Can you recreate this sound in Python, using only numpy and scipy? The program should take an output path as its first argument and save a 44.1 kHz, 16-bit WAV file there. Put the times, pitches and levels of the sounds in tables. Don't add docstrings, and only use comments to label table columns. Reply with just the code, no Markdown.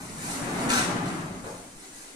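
import sys
import numpy as np
from scipy import signal
from scipy.fft import rfft, irfft
from scipy.io import wavfile
from scipy.ndimage import uniform_filter1d

SR = 44100
rng = np.random.default_rng(int(sys.argv[2]) if len(sys.argv) > 2 else 0)


def to_wav(s):
    ch = np.atleast_2d(s).T
    pcm = np.round(np.clip(ch, -1, 1) * 32767)
    wavfile.write(sys.argv[1], SR, pcm.astype(np.int16))


N = 94815
T = np.arange(N) / SR


def amp(db):
    return 10 ** (np.asarray(db) / 20)


def unit(x):
    return x / np.sqrt(np.mean(x ** 2) + 1e-20)


def envelope(points):
    return amp(np.interp(T, *np.transpose(points)))


def at_frequency(points, hz):
    f, value = np.transpose(points)
    return np.interp(np.log(hz + 1), np.log(f + 1), value)


def through(x, response):
    return signal.fftconvolve(x, response / np.linalg.norm(response))[:N]


def colour(spectrum, size=4096):
    hz = abs(np.fft.fftfreq(size, 1 / SR))
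    log_gain = np.log(amp(at_frequency(spectrum, hz)))
    return np.fft.ifft(np.exp(np.conj(signal.hilbert(log_gain)))).real


def ring(modes):
    t = T[:SR // 2]
    return sum(amp(db) / np.sqrt(t60) * 1000 ** (-t / t60) * np.sin(2 * np.pi * hz * t)
               for hz, db, t60 in modes)


def clicks(per_s, spread_db):
    size = amp(spread_db * np.minimum(rng.exponential(1, N), 4))
    sign = rng.choice([-1., 1.], N)
    return unit(size * sign * (rng.random(N) < per_s / SR))


def blow(start_s, decay_s):
    age = T - start_s
    burst = clicks(per_s=3500, spread_db=0.5) * (age >= 0) * np.exp(-abs(age) / decay_s)
    return burst / (np.linalg.norm(burst) + 1e-12)


def impacts(blows, decay_s=0.0077):
    return sum(amp(db) * blow(start_s, decay_s) for start_s, db in blows)


def steady(x, window_s=0.09):
    power = uniform_filter1d(np.mean(np.atleast_2d(x) ** 2, 0), round(window_s * SR))
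    return x / np.sqrt(abs(power) + 1e-20)


def wander(cutoff_hz):
    lowpass = signal.butter(2, cutoff_hz, fs=SR, output="sos")
    return unit(signal.sosfilt(lowpass, rng.standard_normal(N)))


def rough_tone(hz, depth, flutter_hz):
    phase = 2 * np.pi * np.cumsum(hz * np.ones(N)) / SR
    modulation = 1 + depth * (wander(flutter_hz) + 1j * wander(flutter_hz))
    return unit((modulation * np.exp(1j * phase)).real)


# f/Hz, level/dB
AIR_SPECTRUM = [(20, 13.5), (70, -13), (170, 3.5), (300, 9), (450, -3.5), (850, -6.5), (2300, -17.5),
                (3200, -11), (4000, -13.5), (9000, -15), (12000, -37), (15500, -40)]
def air():
    return amp(-50) * through(rng.standard_normal(N), colour(AIR_SPECTRUM))


# t/s, rumble level/dB, grinding level/dB
DOOR_PUSH = [(0, -42.5, -39), (.17, -39.5, -53), (.32, -35.5, -41), (.5, -32.5, -34.5), (.66, -28, -33),
             (.8, -31.5, -32.5), (.95, -28, -34.5), (1.08, -29, -35), (1.3, -34.5, -44), (1.42, -40, -49),
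             (1.56, -45.5, -67)]
def push(t, stop_s=1.594, decay_db_per_s=98):
    times, *levels = np.transpose(DOOR_PUSH)
    decay_db = decay_db_per_s * np.maximum(t - stop_s, 0)
    return [amp(np.interp(t, times, db) - decay_db) for db in levels]


# f/Hz, level/dB
PANEL_SPECTRUM = [(20, -35), (70, -23), (110, -9), (170, 0.5), (250, -1), (360, -10.5), (450, -18),
                  (750, -17.5), (2000, -72), (16000, -104)]
# f/Hz, level/dB, T60/s
PANEL_MODES = [(173.3, 2.5, 0.13), (234, -6, 0.2), (273, -0.5, 0.14), (340, -9.5, 0.065), (561, -13, .12),
               (827, -11.5, .12)]
def panel_rumble():
    bumps = clicks(per_s=320, spread_db=0.7)
    panel = through(bumps, colour(PANEL_SPECTRUM)) + amp(1) * through(bumps, ring(PANEL_MODES))
    rumble_gain, _ = push(T)
    return amp(-3) * steady(bedroom(panel)) * rumble_gain


# f/Hz, level/dB
GRIT_SPECTRUM = [(20, -55), (250, 5.5), (500, -2.5), (650, -0.5), (820, 1), (1200, -0.5), (1800, -4.5),
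                 (2600, -9.5), (3200, -14.5), (6000, -22.5), (9500, -22), (12000, -32), (16000, -44)]
def roller_grit(lead_s=0.048):
    _, grind_gain = push(T + lead_s)
    grit = clicks(per_s=2500, spread_db=3.5) * grind_gain
    return amp(1.5) * through(grit, colour(GRIT_SPECTRUM))


# f/Hz, level/dB
BOOM_SPECTRUM = [(3, -58), (20, -14), (30, -8), (43, 11.5), (55, -4), (75, -21), (95, 15), (125, -2),
                 (250, -37), (16000, -80)]
# t/s, level/dB
BOOM_LEVELS = [(0, 1), (.6, 1), (.75, 1), (1.05, -4), (1.3, 3), (1.5, 0), (1.6, -5), (2.15, -35)]
def cabinet_boom():
    boom = through(rng.standard_normal(N), colour(BOOM_SPECTRUM))
    return amp(-53.5) * steady(boom) * envelope(BOOM_LEVELS)


# t/s, level/dB
RUSTLE_LEVELS = [(0, -43.5), (.14, -45), (.25, -34.5), (.34, -36), (.45, -43.5), (.65, -40.5), (.95, -54.5),
                 (1.14, -46), (1.28, -52.5), (1.42, -48.5), (1.48, -47), (1.62, -49), (1.73, -52.5),
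                 (1.84, -46), (1.9, -49.5), (1.98, -44), (2.15, -52)]
# f/Hz, level/dB
FABRIC_SPECTRUM = [(20, -50), (300, -2.5), (1000, -3), (2300, -1), (3200, -7.5), (4200, -3.5), (5000, -5.5),
                   (6500, -.5), (8600, 1), (10300, -5), (12000, -11), (14500, -19), (16000, -44)]
def clothes_rustle():
    grains = clicks(per_s=4600, spread_db=3.5) * envelope(RUSTLE_LEVELS)
    return through(grains, colour(FABRIC_SPECTRUM))


# t/s, f/Hz, level/dB
GROAN_GLIDE = [(.56, 270, -50), (.66, 270, -36), (.71, 258, -36), (.755, 246, -29.5), (.79, 230, -33),
               (.82, 222, -32.5), (.85, 220, -55)]
def panel_groan():
    times, hz, db = np.transpose(GROAN_GLIDE)
    tone = rough_tone(np.interp(T, times, hz), depth=0.16, flutter_hz=40)
    return tone * amp(np.interp(T, times, db)) * (T > times[0]) * (T < times[-1])


# t/s, lower tone level/dB, upper tone level/dB
SQUEAL_LEVELS = [(.69, -48, -55), (.702, -30, -35), (.745, -28.5, -33.5), (.777, -33.5, -28),
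                 (.797, -30, -30), (.815, -40, -35), (.845, -44, -37), (.9, -54, -52)]
def roller_squeal(tones_hz=(1346, 1529)):
    times, *levels = np.transpose(SQUEAL_LEVELS)
    tones = sum(rough_tone(hz, depth=0.58, flutter_hz=65) * amp(np.interp(T, times, db))
                for hz, db in zip(tones_hz, levels))
    return tones * (T > times[0]) * (T < times[-1])


# t/s, level/dB
FITTING_BLOWS = [(0.691, -7), (0.701, -2.5), (0.717, -5), (0.734, -2), (.748, -4.5), (0.758, -5),
                 (.775, -4), (0.78, -7.5), (.790, -6.5), (.812, -10), (0.836, -9), (1.056, -19.5),
                 (1.078, -19.5)]
# f/Hz, level/dB
CLACK_SPECTRUM = [(20, -31), (150, -1), (250, -5), (450, 2), (1000, 1), (1500, 0), (2200, 1), (2750, 2),
                  (3050, -2), (3600, 0.5), (4300, 1), (4950, -3), (5600, 1.5), (9000, -0.5), (11000, -11),
                  (13000, -14.5), (16000, -25)]
def fittings_clatter():
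    return amp(6) * through(impacts(FITTING_BLOWS), colour(CLACK_SPECTRUM))


# f/Hz, level/dB, T60/s
TRACK_MODES = [(1093, -4, .1), (1281, -3, .06), (1440, -4, .03), (1695, -3, .08), (2302, -7, .08),
               (3989, -8, .07), (4143, -2, .07), (4340, -2, .06), (4720, -7, .07), (5453, -6, .05),
               (6282, -8, .04), (6595, -8, .04)]
def track_ring():
    return amp(-3.5) * through(impacts(FITTING_BLOWS), ring(TRACK_MODES))


# t/s, level/dB
STOP_BLOWS = [(1.44, -2.5), (1.455, -4.5), (1.468, -3.5), (1.488, -9.5), (1.516, -18)]
# f/Hz, level/dB
THUD_SPECTRUM = [(20, -42), (120, -13), (280, -8), (500, 2), (850, -1.5), (1250, -5.5), (1700, -12),
                 (3000, -24), (9000, -25), (16000, -50)]
def stop_knock():
    return amp(-4.5) * through(impacts(STOP_BLOWS, decay_s=0.014), colour(THUD_SPECTRUM))


# f/Hz, T60/s
ROOM_T60 = [(60, 0.062), (250, 0.52), (1000, 0.87), (4000, 0.6), (8000, 0.6), (16000, 0.42)]
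PORT_GAP_M, PORT_LAG_S, SOUND_M_PER_S = 0.17, 0.0002, 343
def room_response(direct_db=-9, early_db=1.5, early_s=0.0067):
    hz, t, (left, independent) = signal.stft(rng.standard_normal((2, SR)), SR, nperseg=512)
    coherence = np.sinc(2 * hz * PORT_GAP_M / SOUND_M_PER_S)[:, None]
    right = coherence * left + np.sqrt(1 - coherence ** 2) * independent
    tail = 1000 ** (-t / at_frequency(ROOM_T60, hz)[:, None])
    early = amp(early_db) * np.exp(-t / early_s)
    response = signal.istft(np.array([left, right]) * (tail + early), SR, nperseg=512)[1]
    response /= np.linalg.norm(response[0])
    response[[0, 1], [round(PORT_LAG_S * SR), 0]] += amp(direct_db)
    return response


def bedroom(x, patterns=6, cycles_per_s=4):
    heard = np.zeros((2, N))
    for k in range(patterns):
        offset = (T * cycles_per_s * patterns - k) % patterns - patterns / 2
        share = np.cos(np.pi / 2 * np.minimum(abs(offset), 1))
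        heard += [through(x * share, port) for port in room_response()]
    return heard


def direct(x):
    return np.array([np.interp(T - PORT_LAG_S, T, x), x])


def scene():
    front = track_ring() + roller_squeal() + panel_groan()
    rest = roller_grit() + fittings_clatter() + stop_knock() + clothes_rustle() + air()
    reverberant = panel_rumble() + bedroom(rest + amp(-10) * front)
    return reverberant + direct(amp(-1.5) * front + cabinet_boom())


# f/Hz, left minus right level/dB
PORT_BALANCE = [(60, 1), (180, -0.2), (350, 2.5), (550, -1), (800, 2.5), (1400, 4.5), (2800, 1),
                (4300, 4.5), (6500, 4), (8000, 0), (9000, -4.5), (9900, -10), (11200, -2), (13000, 0.5)]
def record(dry, cutoff_hz=15550):
    balance_db = at_frequency(PORT_BALANCE, np.fft.rfftfreq(2 * N, 1 / SR))
    port_gains = amp([balance_db / 2, -balance_db / 2])
    heard = irfft(rfft(dry, 2 * N) * port_gains)[:, :N]
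    lowpass = signal.firwin(511, cutoff_hz, window=("kaiser", 9), fs=SR)
    return signal.oaconvolve(heard, lowpass[None], "same")


dry = scene()
out = record(dry)
to_wav(out)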